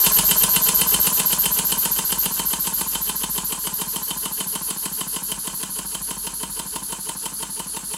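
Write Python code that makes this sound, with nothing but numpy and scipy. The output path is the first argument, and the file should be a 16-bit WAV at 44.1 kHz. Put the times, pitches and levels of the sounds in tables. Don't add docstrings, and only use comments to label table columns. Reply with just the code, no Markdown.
import sys
import numpy as np
from scipy import signal
from scipy.fft import rfft, irfft, next_fast_len
from scipy.io import wavfile
from scipy.ndimage import uniform_filter1d

SR = 44100
rng = np.random.default_rng(int(sys.argv[2]) if len(sys.argv) > 2 else 0)


def convert_level_to_amplitude(level_db):
    exponent = np.asarray(level_db, float) / 20
    return 10 ** exponent


def digitize_waveform(pressure):
    field = np.atleast_2d(pressure).T
    bounded = np.clip(field, -1, 1)
    quanta = np.round(bounded * 32767).astype(np.int16)
    wavfile.write(sys.argv[1], SR, quanta)


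N = 351477
LENGTH = next_fast_len(N)
TIME, HZ = np.arange(N) / SR, np.fft.rfftfreq(LENGTH, 1 / SR)
RUN_DOWN_S = 4.93

# (frequency [Hz], width [Hz], level [dB])
PASSAGES = [(4384, 38, -15.5), (4880, 26, -13.5), (5330, 39, -12.5), (6390, 410, -19), (6890, 27, -12),
            (7016, 8.6, -8.5), (7510, 30, -11.5), (7840, 120, -16.5), (8360, 76, -17), (9115, 72, -4.5),
            (9760, 45, -5), (10045, 210, -5), (10420, 66, -16.5), (10640, 43, -10), (11150, 140, -6),
            (11720, 150, -9), (12360, 130, -7.5), (12800, 180, 0), (13600, 52, -17), (13750, 150, -4),
            (14900, 81, -30), (15000, 100, -38)]
# (frequency [Hz], width [Hz], level [dB])
RODS = [(2076, 110, -14.5), (2700, 24, -18), (2778, 39, -4.5), (2948, 78, 0), (3085, 68, 6),
        (3550, 27, -5.5), (3770, 210, -13.5)]


def evened(x):
    return x / np.sqrt(np.mean(x ** 2) + 1e-20)


def columns(table, at):
    where, *values = np.transpose(table)
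    return [np.interp(at, where, v) for v in values]


def follow(part, s):
    # (time [s], level [dB])
    pressure = [(0, 0), (.5, -2), (1.05, -3), (1.4, -5), (2, -7), (2.6, -9), (3.5, -11.5), (4.4, -12.5),
                (5.2, -13.5), (6, -15), (7, -15.5), (7.97, -16)]
    full_db, slope = part
    return full_db + slope * columns(pressure, s)[0]


def filtered(x, gain):
    return irfft(rfft(x, LENGTH) * gain, LENGTH)[:N]


def ring(x, modes, between_db):
    gain = convert_level_to_amplitude(between_db) + sum(convert_level_to_amplitude(db) / (1 + 2j * (HZ - hz) / width) for hz, width, db in modes)
    return filtered(x, gain)


def tinted(colour):
    hz, db = np.transpose(colour)
    gain = convert_level_to_amplitude(np.interp(np.log(HZ + 1), np.log(hz), db))
    return evened(filtered(rng.standard_normal(LENGTH), gain))


def air(colour):
    # (frequency [Hz], width [Hz], level [dB])
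    more_passages = [(5070, 93, -13.5), (5600, 41, -21), (6080, 32, -12)]
    modes = [(hz, 1.01 * width, db) for hz, width, db in PASSAGES + more_passages]
    return evened(ring(tinted(colour), modes, -24))


def flutter(db, hz):
    size = int(SR / hz)
    swell = uniform_filter1d(uniform_filter1d(rng.standard_normal(N), size), size)
    return convert_level_to_amplitude(db * evened(swell))


def whistle(hz, width):
    spin = np.exp(2j * np.pi * np.cumsum(hz) / SR)
    r = np.exp(-np.pi * width / SR)
    smooth = signal.lfilter([1], [1, -2 * r, r * r], rng.standard_normal(N) / spin)
    return evened((spin * smooth).real)


def crank():
    # (turn, time [s])
    dead_centres = [(0, .064), (4, .5615), (8, 1.069), (14, 1.8535), (18, 2.394), (22, 2.951), (27, 3.669),
                    (32, 4.404), (37, 5.162), (41, 5.788), (46, 6.593), (50, 7.257), (54, 7.937)]
    longer_s = .00092
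    turn, s = np.transpose(dead_centres)
    n = np.arange(-1, turn[-1] + 2)
    marks = np.interp(n, turn, s - longer_s / 2 * turn ** 2) + longer_s / 2 * n ** 2
    marks[0] = 2 * marks[1] - marks[2]
    marks[-1] = 2 * marks[-2] - marks[-3]
    turns = np.interp(TIME, marks, n)
    return np.floor(turns).astype(int), turns % 1, marks


def inlet(share):
    cracks, opened, overshoots, settles, shuts = 0.39, .47, 0.503, 0.67, 0.95
    shut_db, cracked_db, end_db = -42, -5, -2
    pitch_cracked, pitch_over, pitch_end = 0.854, 1.053, 0.97
    lifting = (cracks + opened) / 2 - .005
    at = [0, lifting, opened, overshoots, settles, shuts, 1]
    rise = np.interp(share, at, [pitch_cracked, pitch_cracked, 1, pitch_over, .99, .985, pitch_end])
    at = [0, .08, cracks, lifting, opened, shuts, 1]
    return np.interp(share, at, [-25, shut_db, shut_db, cracked_db, -.5, -.7, end_db]), rise


def room():
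    # (time [s], level [dB])
    hum_swell = [(0, -38.5), (1, -40), (1.6, -43.5), (2.1, -45.5), (2.8, -43.5), (3.6, -46), (4.5, -52.5),
                 (6, -46.5), (7.97, -52.5)]
    # (frequency [Hz], level [dB])
    rumble = [(20, -24), (31, -12), (40, -2), (50, 0), (62, -3), (79, -6), (92, -20), (110, -40)]
    # (frequency [Hz], level [dB])
    room_air = [(90, -26), (200, 11.5), (600, -6.5), (1500, -0.5), (3000, -42), (16000, -30)]
    hum = np.sqrt(2) * np.sin(2 * np.pi * 49 * TIME) * flutter(1.3, 5.0)
    low = hum + convert_level_to_amplitude(-1.5) * tinted(rumble)
    return convert_level_to_amplitude(columns(hum_swell, TIME)[0] - 5) * low + convert_level_to_amplitude(-51.5) * tinted(room_air)


def walls(x):
    decay_s = 0.15
    taps = np.zeros(8000)
    at = np.arange(200, 7980, 20) + rng.integers(0, 20, 389)
    taps[at] = rng.choice([-1., 1.], 389) * convert_level_to_amplitude(-60 * at / SR / decay_s)
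    return signal.oaconvolve(x, taps / np.linalg.norm(taps))[:N]


def leak(share):
    # (frequency [Hz], level [dB])
    leak_colour = [(300, -31), (1500, -3), (2300, -16.5), (4400, 3), (5100, -5), (5700, 0.5), (6100, 0),
                   (7000, 4.5), (9000, -6.5), (10000, -1), (12000, -9), (14000, -15), (16000, -8)]
    sway_db = -1.7 * np.sin(2 * np.pi * (share + 0.0059))
    level_db = follow((-28.5, .87), TIME) + 4.5 + sway_db
    return air(leak_colour) * convert_level_to_amplitude(level_db) * flutter(0.42, 130)


def roar(share):
    stroke = np.clip((share - .38) / 0.82, 0, 1)
    hz = 4250 + 380 * np.sin(np.pi * stroke)
    level_db = follow((-37, .5), TIME) + 1.6 * inlet(share)[0]
    return whistle(hz, 630) * convert_level_to_amplitude(level_db) * flutter(1.8, 200)


def groan(share):
    # (time [s], level [dB])
    drag = [(0, -44), (1, -40), (2.1, -56.5), (3.6, -47.5), (5.2, -49), (7.97, -49)]
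    rubs, rub_rise, rub_fall, growth_db = 0.81, .08, 0.049, 11.5
    hz = 436 * (1 + 0.022 * evened(uniform_filter1d(rng.standard_normal(N), size=400)))
    at = [0, rub_fall, rubs - rub_rise, rubs, .94, 1]
    rub_db = np.interp(share, at, [-4, -60, -60, -1.5, growth_db - 4.5, -4])
    tone = np.sqrt(2) * np.sin(2 * np.pi * np.cumsum(hz) / SR)
    return tone * convert_level_to_amplitude(columns(drag, TIME)[0] + rub_db) * flutter(1.2, 60)


def contacts(share):
    # (share of the turn, frame at speed [dB], frame run down [dB], rods [dB],
    # valve link [dB])
    touch = [(0.039, -0.5, 7, 1.5, 2.5), (0.168, 2, 5.5, 8, -11), (0.259, -2.5, -3, -7, 3.5),
             (0.378, 0.5, 5.5, -8, -5), (.44, -2, 3, -17, 1), (0.802, -15, -8, -5.5, 1),
             (.85, -8.5, -8.5, 0.5, -4), (0.902, -2.5, 4, 4.5, -12), (1.024, -1, 0, 12, -13)]
    width, loose_levels_db = 0.025, (-6, -11, -11, -10)
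    at, *parts = np.transpose(touch)
    apart = (share[:, None] - at + .5) % 1 - .5
    humps = np.exp(-(apart / width) ** 2 / 2)
    return [20 * np.log10(convert_level_to_amplitude(loose_db) + humps @ convert_level_to_amplitude(db)) for db, loose_db in zip(parts, loose_levels_db)]


def linkage(marks, share):
    # (frequency [Hz], width [Hz], level [dB])
    frame = [(340, 128, -5.5), (568, 240, -15.5), (911, 50, -0.5), (957, 100, -5.5), (1017, 42, 0.5),
             (1057, 23, -7), (735, 100, -20), (455, 44, -14)]
    # (frequency [Hz], width [Hz], level [dB])
    cradle = [(429, 79, -8.5), (630, 63, -9.5), (830, 59, -7.5), (940, 60, -12), (994, 50, 0),
              (1063, 54, -9)]
    # (frequency [Hz], width [Hz], level [dB])
    link = [(1365, 31, -3), (1530, 92, 4.5), (1661, 33, 3)]
    count, jitter_s = 110, .00007
    out, turns = 0, len(marks) - 1
    level_db = follow((-31, 0.94), TIME)
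    fast_db, slow_db, rods_db, link_db = contacts(share)
    late = np.clip(TIME / RUN_DOWN_S, .02, .98)
    fast_db = fast_db + 10 * np.log10(1 - late)
    slow_db = slow_db + 10 * np.log10(late)
    parts = [(frame, slow_db, 0.5), (RODS, rods_db, -2.5), (link, link_db, -8), (cradle, fast_db, -0.94)]
    for modes, contact_db, offset_db in parts:
        angle = (np.arange(count) + rng.random(count)) / count
        at = marks[:-1, None] + angle * np.diff(marks)[:, None]
        at = at + jitter_s * rng.standard_normal((turns, count))
        size_db = 2.5 * rng.standard_normal(count) + 2.2 * rng.standard_normal((turns, count))
        size = rng.choice([-1., 1.], count) * convert_level_to_amplitude(size_db) * (at > 0) * (at * SR < N)
        index = np.clip(at * SR, 0, N - 1).astype(int)
        blows = np.bincount(index.ravel(), size.ravel(), N)
        rattle = ring(blows * convert_level_to_amplitude(contact_db + level_db), modes, -29.5)
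        out = out + convert_level_to_amplitude(offset_db) * rattle / np.std(ring(blows, modes, -26.5))
    return out


def knocks(marks):
    # (turn, level [dB])
    odd_clacks = [(2, 0), (7, -1), (9, 0), (11, 1), (19, -1), (20, -11), (21, -3), (24, 5), (30, 3.5),
                  (31, 3), (32, 0), (39, 0), (41, 0), (43, -1), (44, 1.5), (51, 0.5), (52, -3.5)]
    # (share of the turn, level [dB], extra at speed [dB], share earlier or later when run down)
    thumps = [
        (.005, 3, 0.5, -0.0208),
        (0.148, -8, -7, 0.0048),
        (0.367, 0.5, -3.5, 0.00041),
        (0.49, -9.5, -35, -0.0011),
        (0.7, -15, 2, 0),
        (0.849, -17, 5, -0.0047),
    ]
    # (frequency [Hz], width [Hz], level [dB])
    block = [(345, 41, -1), (498, 46, -5), (624, 53, -4.5), (927, 37, 6.5), (1060, 42, -12), (1425, 12, -5),
             (1530, 26, -7.5), (1690, 21, -15), (1994, 19, -9)]
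    # (frequency [Hz], width [Hz], level [dB])
    head_modes = [(602, 77, 1), (1390, 90, 0), (1600, 90, 1), (2040, 90, 3), (2320, 130, -13)]
    # (frequency [Hz], width [Hz], level [dB])
    bench = [(150, 40, -10.5), (184, 40, 0), (250, 60, -8)]
    # (dB at full pressure, dB per dB of pressure)
    clack_part, blow_part, thump_part, head_part = (-16.5, 0.91), (-25.5, 0.49), (-26.5, 0.68), (-30, 1.24)
    clack_spread_db, thump_spread_db = 1.2, .7
    clicks, blows, pushes = np.zeros((3, N + SR))
    s = marks[1:-1]
    chance = rng.standard_normal((len(s), 11))
    clack_db = follow(clack_part, s) + clack_spread_db * chance[:, 9]
    for turn, db in odd_clacks:
        clack_db[round(turn)] = follow(clack_part, s[round(turn)]) + db
    heavy_db = thump_spread_db * chance[:, 10]
    for start, hard_db, heft_db, length, luck in zip(s, clack_db, heavy_db, np.diff(marks)[1:], chance):
        for lag_s, db, c in zip((0, .0045, .008), (-1.5, -.1, -6), luck):
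            clicks[int((start + lag_s * (1 + .08 * c)) * SR)] += convert_level_to_amplitude(hard_db + db + 0.33 * c)
        blows[int((start + .0025) * SR)] = convert_level_to_amplitude(follow(blow_part, start) + heft_db)
        late = min(start / RUN_DOWN_S, 1)
        for (share, db, fast_db, shift), c in zip(thumps, luck[3:]):
            push_db = db + fast_db * (1 - late) + follow(thump_part, start) + heft_db + .5 * c
            at_s = start + (share + shift * late) * length + .0006 * c
            pushes[int(at_s * SR)] += convert_level_to_amplitude(push_db)
    pushes = signal.oaconvolve(pushes, np.hanning(170) / 60)[:N]
    pushes = ring(pushes, [(190, 90, 0)], -50)
    clack = convert_level_to_amplitude(34.5) * ring(clicks[:N], RODS, -62)
    clack = clack + convert_level_to_amplitude(43.0) * ring(blows[:N], block, -51)
    head_db = follow(head_part, TIME) - follow(blow_part, TIME)
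    head = ring(blows[:N] * convert_level_to_amplitude(head_db), head_modes, -33)
    return clack + convert_level_to_amplitude(36) * head + convert_level_to_amplitude(50.5) * ring(pushes, bench, -17)


def exhaust(turn, share, marks):
    # (frequency [Hz], level [dB])
    puff_colour = [(300, -5.5), (1500, -8), (2200, -28), (4000, 1.5), (6000, -9), (8500, 3.5),
                   (11000, -8.5), (12800, -15), (16000, -5.5)]
    # (frequency [Hz], level [dB])
    exhaust_colour = [(1500, -25), (2500, 7.5), (5000, -7), (7000, 7), (8400, 12.5), (9300, -6.5),
                      (11200, 4.5), (12500, -46), (16000, -31)]
    # (share of the turn, level [dB])
    port = [(0, 3.5), (.08, -4.5), (.32, -1.5), (.42, -16), (.6, -20), (.8, -15), (.96, -8), (1, 7.5)]
    spread_db, puff_s = .5, 0.013
    level_db = follow((-16.5, 0.89), marks) + spread_db * rng.standard_normal(len(marks))
    level_db = level_db[np.maximum(turn, 0) + 1]
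    since_s = TIME - marks[turn + 1]
    burst = np.exp(-(since_s / puff_s) ** 3) * (turn >= 0)
    puff = air(puff_colour) * convert_level_to_amplitude(level_db + 2.5) * burst * flutter(2.3, 900)
    hiss_db = level_db - 4.5 + columns(port, share)[0]
    return puff + air(exhaust_colour) * convert_level_to_amplitude(hiss_db) * flutter(0.62, 270)


def inlet_jet(turn, share, marks):
    start_hz, sag_hz_per_s, spread_hz, spread_db = 12520, 238, 51, .5
    luck = rng.standard_normal((len(marks), 2))
    coming = turn + 1 + (share > .2)
    level_db = (follow((-15.5, 1.007), marks) + spread_db * luck[:, 0])[coming]
    inlet_db, rise = inlet(share)
    hz = (start_hz - sag_hz_per_s * marks + spread_hz * luck[:, 1])[coming] * rise
    edge_share = 0.27 + 0.46 * np.clip(1 - TIME / RUN_DOWN_S, 0, 1)
    jet = whistle(hz, 1630) + edge_share * whistle(1.02 * hz, 510)
    jet = jet * convert_level_to_amplitude(inlet_db) * flutter(0.92, 500)
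    jet = ring(jet, [(mode_hz, 1.07 * width + 40, 0.86 * db) for mode_hz, width, db in PASSAGES], -32)
    jet = jet / np.sqrt(uniform_filter1d(jet ** 2, size=22050) + 1e-12)
    return jet * convert_level_to_amplitude(level_db - 2.0)


def scene():
    turn, share, marks = crank()
    breath = leak(share) + roar(share) + exhaust(turn, share, marks) + inlet_jet(turn, share, marks)
    engine = breath + groan(share) + linkage(marks, share) + knocks(marks)
    no_bass = signal.butter(6, 120, "high", fs=SR, output="sos")
    engine = signal.sosfilt(no_bass, engine)
    return np.tile(engine + convert_level_to_amplitude(-12.0) * walls(engine) + room(), (2, 1))


def band_limit(x):
    return signal.sosfilt(signal.butter(12, 15760, fs=SR, output="sos"), x)


def record(dry):
    top = .8
    rounded = top * np.tanh(dry / top)
    edge = signal.firwin(511, 15850, window=("kaiser", 9), fs=SR)[None]
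    return band_limit(signal.oaconvolve(rounded, edge, "same"))


dry = scene()
out = record(dry)
digitize_waveform(out)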